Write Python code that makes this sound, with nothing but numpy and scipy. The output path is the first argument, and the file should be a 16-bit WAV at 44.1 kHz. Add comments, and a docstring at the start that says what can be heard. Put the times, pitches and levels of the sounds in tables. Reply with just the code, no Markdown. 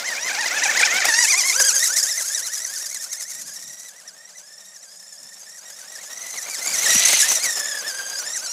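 """Radio-controlled buggy in a dirt yard.

It pulls away beside the microphone, hops round the yard, tears past again and runs on behind.
The gearbox whines with motor speed: the wheels spin up over each bump and are dragged down as they bite.
Tyres throw sand, the plastic chassis rattles and knocks, and a little wind touches the microphone."""
import sys
import numpy as np
from scipy import signal
from scipy.fft import rfft, irfft, next_fast_len
from scipy.io import wavfile
from scipy.ndimage import uniform_filter1d

SR = 44100
rng = np.random.default_rng(int(sys.argv[2]) if len(sys.argv) > 2 else 0)


def store_wav(level_fs):
    """Save 16-bit WAV to argv[1]."""
    pcm = np.round(np.clip(np.atleast_2d(level_fs), -1, 1) * 32767)
    wavfile.write(sys.argv[1], SR, pcm.T.astype(np.int16))


N = 375732
TIME_S = np.arange(N) / SR
FULL_SPEED_HZ, FREE_SPIN_HZ = 1700, 1994   # gear mesh rates
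CUTOFF_HZ = 15400

# Landings, crawl then full throttle: t/s, mesh f/Hz on landing, mesh f/Hz dragged down, slam level/dB
LANDINGS = [(0.0, 710.0, 695.0, -33), (0.073, 1086, 946.0, -6), (0.126, 937, 695.0, -27),
            (0.275, 1067, 692.0, -10), (0.329, 867, 684.0, -22), (0.407, 981, 793.0, -10),
            (0.467, 1059, 601.0, -14), (0.575, 900.8, 678.0, -20.0), (0.635, 999, 749.0, -11),
            (0.7, 914.5, 525.0, -20.0), (0.79, 1090, 658.0, 2), (0.85, 898.5, 580.0, -4),
            (0.999, 796.0, 554.0, -20.0), (1.084, 978, 854.0, -20.0), (1.226, 990.4, 836.0, -25),
            (1.305, 1240.0, 994.0, -5), (1.389, 1227, 972.0, -26), (1.484, 1119, 1007.0, -20.0),
            (1.592, 1684, 1490.0, -20.0), (1.682, 1659, 1232.0, -4), (1.742, 1737, 1515.0, -9),
            (1.845, 2072, 1282.0, -25), (1.976, 1957.0, 1523.0, -15), (2.029, 1747, 1502.0, -17.0),
            (2.101, 2018, 1674.0, -23), (2.191, 2064.0, 1303.0, -17), (2.371, 1863, 1446.0, -10.0),
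            (2.454, 2187, 1455.0, -9), (2.543, 2022.0, 1638.0, -18), (2.646, 2054, 1501.0, -5),
            (2.747, 1834, 1462.0, -21), (2.838, 1986, 1549.0, -12.0), (2.944, 2296, 1658.0, -5.0),
            (3.018, 1900, 1274.0, -20.0), (3.119, 2080, 1658.0, -1), (3.196, 2209.0, 1624.0, 4),
            (3.303, 2274, 1820.0, -23), (3.4, 1968, 1371.0, -23), (3.478, 1771, 1575.0, -26),
            (3.879, 2002.0, 1539.0, -3.0), (3.993, 2030, 1287.0, -27), (4.076, 1950, 1429.0, 9.5),
            (4.287, 1994.0, 1378.0, -22), (4.37, 2096, 1498.0, 1), (4.753, 1907, 1558.0, -17),
            (4.831, 1980, 1549.0, -10.0), (5.123, 1813.0, 1635.0, -2), (5.394, 1868, 1535.0, -19),
            (5.567, 1910, 1448.0, -13.0), (5.68, 2000, 1645.0, -4), (5.789, 1900, 1438.0, -22),
            (5.945, 1991.0, 1595.0, -8.0), (6.016, 2217, 1565.0, -20.0), (6.376, 2130, 1750.0, -2),
            (6.536, 2410.0, 1530.0, -23), (6.729, 2452, 1838.0, -12), (6.843, 2186.0, 1771.0, -9),
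            (7.191, 2102, 1688.0, 0), (7.351, 2102.0, 1781.0, -10), (7.435, 2383, 2004.0, -22),
            (7.787, 1679, 1509.0, -25), (7.878, 1835, 1561.0, 1), (8.183, 1636, 1414.0, -9),
            (8.357, 1953, 1258.0, -9), (8.446, 1625.0, 1335.0, -10)]
# Hardest tyre skips: t/s, chirp level/dB re whine
HARD_SKIPS = [(0.634, 2), (1.971, 4.5), (2.026, 10), (2.346, 13), (3.126, 14.5), (3.559, 11.5), (4.379, 5),
              (6.215, 9), (6.67, 11), (6.901, -3), (7.05, 8), (7.213, 7), (8.184, 0), (8.341, 3.5)]
# Route: t/s, distance/m, directivity level/dB
ROUTE = [(0.0, 1.02, -2), (0.5, 0.6, -3), (0.82, 0.35, -3), (1.029, 0.38, -5), (1.21, 0.41, 2.5),
         (1.449, 0.56, -1.5), (1.68, 0.68, -0.5), (1.999, 1.19, -1), (2.3, 1.95, -1), (3.85, 7.73, -1),
         (3.951, 6.9, -7), (5.0, 13.4, 3.5), (5.798, 5.9, -3.5), (6.55, 1.69, -9), (6.92, 0.58, -5.5),
         (7.2, 0.82, -2.5), (7.85, 1.29, -9.5), (8.52, 2.81, 4.5)]
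# Ground under the tyres: t/s, sand level/dB, patter level/dB, bumpiness (1 = usual)
TERRAIN = [(0.0, -8, 6, 1.02), (1.0, 7, 2, 0.46), (1.2, 8.5, -7.5, 0.48), (1.9, 10.5, 0.5, 1.12),
           (3.86, 13, 6, 0.811), (3.95, 5, 5.5, 0.898), (5.1, 6.5, 7, 1.02), (5.7, 9, 9, 1.742),
           (7.15, 8.5, 7.5, 1.23), (7.8, 8, 6.5, 0.84), (8.4, 3, 9, 0.7)]
# Chassis knocks and one sharp spit of sand (2.945 s): t/s, crack level/dB, thud level/dB
KNOCKS_AND_SPIT = [(1.045, -33, -26), (1.053, -5.5, -26), (1.083, -26, -24), (1.5994, -12, -24),
                   (2.945, -15, -68), (7.1293, -12, -20), (7.3164, -14, -24), (8.221, -39, -36)]
# Wind on the microphone: t/s, half-width/s, level/dB
WIND_PUFFS = [(3.429, 0.11, -58), (3.67, 0.076, -62), (5.234, 0.046, -61), (6.75, 0.078, -53),
              (6.956, 0.0092, -28)]
# Gearbox radiation: f/Hz, level/dB
GEARBOX_SPECTRUM = [(300, -27.5), (520, -18), (830, -13), (1150, -19.5), (1450, -6.5), (1850, -1.5),
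                    (2350, -2.5), (2900, -15), (3900, -3), (5000, 6), (6100, 11.5), (7400, 4.5), (8800, -4),
                    (11000, -6), (15000, -70)]
# Flung sand: f/Hz, level/dB
SAND_SPECTRUM = [(800, -19.5), (2000, -5.5), (3000, -15.5), (4500, -3.5), (6500, 8), (8500, 0.5),
                 (11000, -1), (15500, -15)]
# Plastic body: f/Hz, level/dB
CHASSIS_SPECTRUM = [(130, -9.5), (220, -1.5), (400, 0.5), (560, 9), (900, 5.5), (1400, 5), (4500, 2.5),
                    (14000, -6.5)]
# Outdoor background: f/Hz, level/dB
AIR_SPECTRUM = [(120, -14.5), (190, 4.5), (320, -23), (600, 5.5), (900, -5.5), (2500, -17), (8000, 3.5),
                (15000, -38)]


def gearbox(mesh_hz, load, slam, whine_db, hum_db, split_hz=3100):
    """The case hums low, the teeth whine high; load lifts both, a slam makes the teeth squeal."""
    whine_load_db, hum_load_db, shake_db = 4.5, 1.5, 1.6
    speed = mesh_hz / mesh_hz.mean()
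    strain = load * np.minimum(speed, 1) ** 2   # little load at a crawl
    mesh = gear_teeth(mesh_hz) * speed * from_db(shake_db * drift(220))
    lows = signal.sosfiltfilt(butter(4, split_hz), mesh)
    squeal = case_ring(mesh - lows)
    whine = levelled(squeal * from_db(whine_load_db * strain), window_s=.27) * from_db(whine_db)
    hum = levelled(lows * from_db(hum_load_db * strain), window_s=.22) * from_db(hum_db)
    grip = np.minimum(FREE_SPIN_HZ / mesh_hz, 1) ** 3   # free-spinning teeth fall quiet
    sound = grip * (hum + whine) + slam * levelled(squeal, window_s=.034)
    return signal.sosfilt(butter(2, 300, "high"), sound)   # case too small to radiate bass


def gear_teeth(mesh_hz, backlash_teeth=.009, flicker_db=4.2, rasp_db=-19):
    """Tooth impacts: harmonics and shaft tones, jittered by backlash, plus a rasp once per tooth."""
    _, patter_db, _ = per_sample(TERRAIN)
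    shake = np.tanh(from_db(patter_db) * (mesh_hz / FULL_SPEED_HZ) ** 3)   # clods shake the gears
    slack = FULL_SPEED_HZ / mesh_hz   # slow gears run loose
    phase_teeth = np.cumsum(mesh_hz) / SR + backlash_teeth * (slack + shake / 2) * drift(260)
    fray_rad = .3 * shake + .65 * np.maximum(slack - 1, 0)
    shaft_orders = [(1 / 3, -4), (2 / 3, -8)]
    mesh_orders = [(k, np.log2(k)) for k in range(1, 13)]
    tone = np.zeros(N)
    for order, level_db in shaft_orders + mesh_orders:
        f_hz = order * mesh_hz
        radiated = gain_at(GEARBOX_SPECTRUM, f_hz) * (f_hz < CUTOFF_HZ)
        gain = radiated * from_db(level_db + flicker_db * drift(45))
        phase_rad = 2 * np.pi * (order * phase_teeth + rng.random())
        jitter_rad = fray_rad * np.minimum(f_hz / 4200, 1) ** 2 * drift(240)
        tone += gain * np.sin(phase_rad + jitter_rad)
    contact = 1 + np.cos(2 * np.pi * phase_teeth)
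    rasp = coloured(rng.standard_normal(N) * contact, GEARBOX_SPECTRUM)
    return levelled(tone) + from_db(rasp_db) * np.sqrt(slack) * rasp


def case_ring(x, decay_s=.003, ring_db=-10):
    """Short modes of the plastic case: gliding tones flare and break as they sweep through."""
    tail = rng.standard_normal(int(.02 * SR))
    tail *= np.exp(-np.arange(len(tail)) / SR / decay_s)
    return x + from_db(ring_db) * signal.oaconvolve(x, tail / np.linalg.norm(tail))[:N]


def motor():
    """Mesh rate, tooth load (-1 spinning up, 1 dragged down) and chirp envelope."""
    hop_hz = hopping()
    log_spin, chirp = skipping(hop_hz)
    mesh_hz = hop_hz * np.exp(log_spin)
    slowing_per_s = -np.gradient(np.log(mesh_hz)) * SR
    load = np.tanh(lag(slowing_per_s, tau_s=.002) / 9)
    return mesh_hz, load, chirp


def hopping(bite_s=.032, recover_s=.05, recover_share=.57, inertia_s=.01):
    """Mesh rate: dragged down as the tyres bite, partly regained, then wound up to the next landing."""
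    land_s, top_hz, low_hz, _ = np.transpose(LANDINGS)
    bitten_s = land_s + bite_s
    next_land_s = np.r_[land_s[1:], TIME_S[-1] + recover_s]
    next_top_hz = np.r_[top_hz[1:], top_hz[-1]]
    run_s = np.maximum(next_land_s - bitten_s, 1 / SR)
    recovered_s = bitten_s + np.minimum(recover_s, run_s / 2)
    recovered_hz = low_hz + recover_share * (next_top_hz - low_hz)
    knots_s = np.c_[land_s, bitten_s, recovered_s].ravel()
    knots_hz = np.c_[top_hz, low_hz, recovered_hz].ravel()
    return moving_mean(np.interp(TIME_S, knots_s, knots_hz), inertia_s)


def skipping(hop_hz, gap_s=(.01, .042), rise_s=.004, fall_s=.008, chirp_s=.006, spin_depth=.17):
    """Tyres skip between clods, harder at speed: the wheels spin up, the teeth chirp at each catch."""
    *_, bumpiness = per_sample(TERRAIN)
    gap_draws, size_draws = rng.random((600, 2)).T
    skip_s = np.cumsum(np.interp(gap_draws, [0, 1], gap_s))
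    inside = skip_s < TIME_S[-1]
    skip_s, size_db = skip_s[inside], -10 * size_draws[inside]
    hard_s, hard_db = np.transpose(HARD_SKIPS)
    pace = np.minimum(hop_hz / FULL_SPEED_HZ, 1) ** 2
    light_spin = decays(skip_s, size_db, fall_s) * np.sqrt(bumpiness)
    hard_spin = decays(hard_s, 0, fall_s)
    spin = moving_mean(pace * np.maximum(light_spin, hard_spin), rise_s)
    chirp = pace * decays(skip_s, size_db - 3, chirp_s) + decays(hard_s, hard_db, chirp_s)
    return spin_depth * (spin - moving_mean(spin, window_s=.5)), chirp


def tooth_slam(chirp, rise_s=.0015, decay_s=.011, boost_db=3):
    """Envelope of the teeth slamming at landings and skips, relative to the whine."""
    land_s, _, _, slam_db = np.transpose(LANDINGS)
    return lag(decays(land_s, slam_db + boost_db, decay_s) + chirp, rise_s)


def levels_db(mesh_hz):
    """Hum, whine, sand, patter: all fall with distance; whine and sand follow speed and heading."""
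    decades, aim_db = per_sample([(t_s, np.log10(range_m), db) for t_s, range_m, db in ROUTE])
    loose_db, cloddy_db, _ = per_sample(TERRAIN)
    speed_oct = np.log2(moving_mean(mesh_hz, window_s=.4) / FULL_SPEED_HZ)
    range_db = -24.5 * decades
    hum_db = -31 + range_db + .6 * np.maximum(-speed_oct, 0)   # a labouring motor hums louder
    whine_db = -22 + range_db + aim_db + 9 * speed_oct
    sand_db = -32.5 + range_db + aim_db + 15.5 * speed_oct + loose_db
    patter_db = -42.5 - 21 * decades + cloddy_db   # lows carry further over the ground
    return hum_db, whine_db, sand_db, patter_db


def sand_spray(load, bite_db=2.6, spurt_db=3):
    """Tyres fling grit in spurts as they dig in."""
    spray = coloured(grains(rate_hz=14000, spread_db=5.5), SAND_SPECTRUM)
    return levelled(spray * from_db(bite_db * load + spurt_db * drift(32)), window_s=.62)


def chassis_patter(load, bite_db=1, bounce_db=3.8):
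    """Tyres patter on clods and shake the plastic body."""
    patter = coloured(grains(rate_hz=1800, spread_db=1.5), CHASSIS_SPECTRUM)
    return levelled(patter * from_db(bite_db * load + bounce_db * drift(11)), window_s=.14)


def knocks_and_spit(thud_s=.0088, crack_s=.004):
    """Chassis knocks and one sharp spit of sand: a gritty crack, usually on a short thud."""
    t_s, crack_db, thud_db = np.transpose(KNOCKS_AND_SPIT)
    thud = decays(t_s, thud_db + 5, thud_s) * coloured(rng.standard_normal(N), CHASSIS_SPECTRUM)
    crack = decays(t_s, crack_db - 4, crack_s) * coloured(rng.standard_normal(N), SAND_SPECTRUM)
    return signal.sosfilt(butter(2, 220, "high"), thud + crack)   # light body, no boom


def sand_shower(centre_s=7.07, half_width_s=.24, level_db=-23, band_hz=(1900, 5000)):
    """Coarse sand pelts the plastic body on the close pass."""
    shower = signal.sosfilt(butter(2, band_hz, "band"), grains(rate_hz=1600, spread_db=2))
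    return swell(centre_s, half_width_s, level_db) * unit_rms(shower)


def wind(band_hz=(125, 280)):
    """Soft low puffs on the microphone, strongest as the buggy brushes past."""
    rumble = signal.sosfilt(butter(2, band_hz, "band"), rng.standard_normal(N))
    return sum(swell(*puff) for puff in WIND_PUFFS) * unit_rms(rumble)


def outdoor_air(level_db=-54):
    """Faint steady background noise."""
    return from_db(level_db) * coloured(rng.standard_normal(N), AIR_SPECTRUM)


def from_db(db):
    """Decibels to gain."""
    return 10 ** (np.asarray(db) / 20)


def unit_rms(x):
    """Scale to rms 1."""
    return x / np.sqrt(np.mean(x ** 2) + 1e-20)


def butter(order, edge_hz, kind="low"):
    """Butterworth sections."""
    return signal.butter(order, edge_hz, kind, fs=SR, output="sos")


def per_sample(rows):
    """Interpolate a table's columns over time."""
    t_s, *columns = np.transpose(rows)
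    return [np.interp(TIME_S, t_s, column) for column in columns]


def gain_at(spectrum, f_hz):
    """Spectrum gain, interpolated in log frequency."""
    points_hz, level_db = np.transpose(spectrum)
    return from_db(np.interp(np.log(f_hz + 1e-9), np.log(points_hz), level_db))


def coloured(x, spectrum):
    """Apply a spectrum, rolled off below its first point; rms 1."""
    size = next_fast_len(N)
    f_hz = np.arange(size // 2 + 1) * SR / size
    skirt = np.minimum(f_hz / spectrum[0][0], 1) ** 2
    return unit_rms(irfft(rfft(x, size) * gain_at(spectrum, f_hz) * skirt, size)[:N])


def lag(x, tau_s):
    """One-pole low-pass."""
    pole = np.exp(-1 / (tau_s * SR))
    return signal.lfilter([1 - pole], [1, -pole], x + 1e-18)


def moving_mean(x, window_s):
    """Centred average."""
    return uniform_filter1d(x, int(window_s * SR))


def levelled(x, window_s=.074):
    """Hold the slow level at 1, keep the fast flutter."""
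    return x / np.sqrt(np.abs(moving_mean(x ** 2, window_s)) + 1e-12)


def drift(corner_hz):
    """Smooth random wander; rms 1."""
    step, warmup = 16, 4000
    pole = np.exp(-2 * np.pi * corner_hz * step / SR)
    noise = rng.standard_normal(N // step + warmup + 2)
    slow = signal.lfilter([1], [1, -2 * pole, pole * pole], noise)[warmup:]
    return np.interp(np.arange(N) / step, np.arange(len(slow)), unit_rms(slow))


def grains(rate_hz, spread_db):
    """Random clicks, a few much larger than the rest."""
    sizes = from_db(spread_db * np.minimum(rng.exponential(1, N), 4))
    return (rng.random(N) < rate_hz / SR) * sizes * rng.choice([-1, 1], N)


def decays(t_s, level_db, decay_s):
    """Envelope that jumps at each hit and dies away."""
    hits = np.zeros(N)
    hits[(t_s * SR).astype(int)] = from_db(level_db)
    return lag(hits, decay_s) * decay_s * SR


def swell(centre_s, half_width_s, level_db):
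    """Gaussian envelope."""
    return from_db(level_db) * np.exp(-((TIME_S - centre_s) / half_width_s) ** 2)


def scene(slam_sand_db=-13):
    """The buggy over quiet outdoor air, mono."""
    mesh_hz, load, chirp = motor()
    hum_db, whine_db, sand_db, patter_db = levels_db(mesh_hz)
    slam = from_db(whine_db) * tooth_slam(chirp)
    buggy = gearbox(mesh_hz, load, slam, whine_db, hum_db)
    buggy += (from_db(sand_db) + from_db(slam_sand_db) * slam) * sand_spray(load)
    buggy += from_db(patter_db) * chassis_patter(load) + knocks_and_spit() + sand_shower()
    return (buggy + outdoor_air() + wind())[None]


def record(dry, ceiling=.72, low_cut_hz=92):
    """Round the peaks; cut deep bass and top."""
    rounded = dry / (1 + (dry / ceiling) ** 8) ** (1 / 8)
    thin = signal.sosfilt(butter(4, low_cut_hz, "high"), rounded)
    return signal.sosfilt(signal.ellip(10, .1, 90, CUTOFF_HZ, fs=SR, output="sos"), thin)


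dry = scene()
out = record(dry)
store_wav(out)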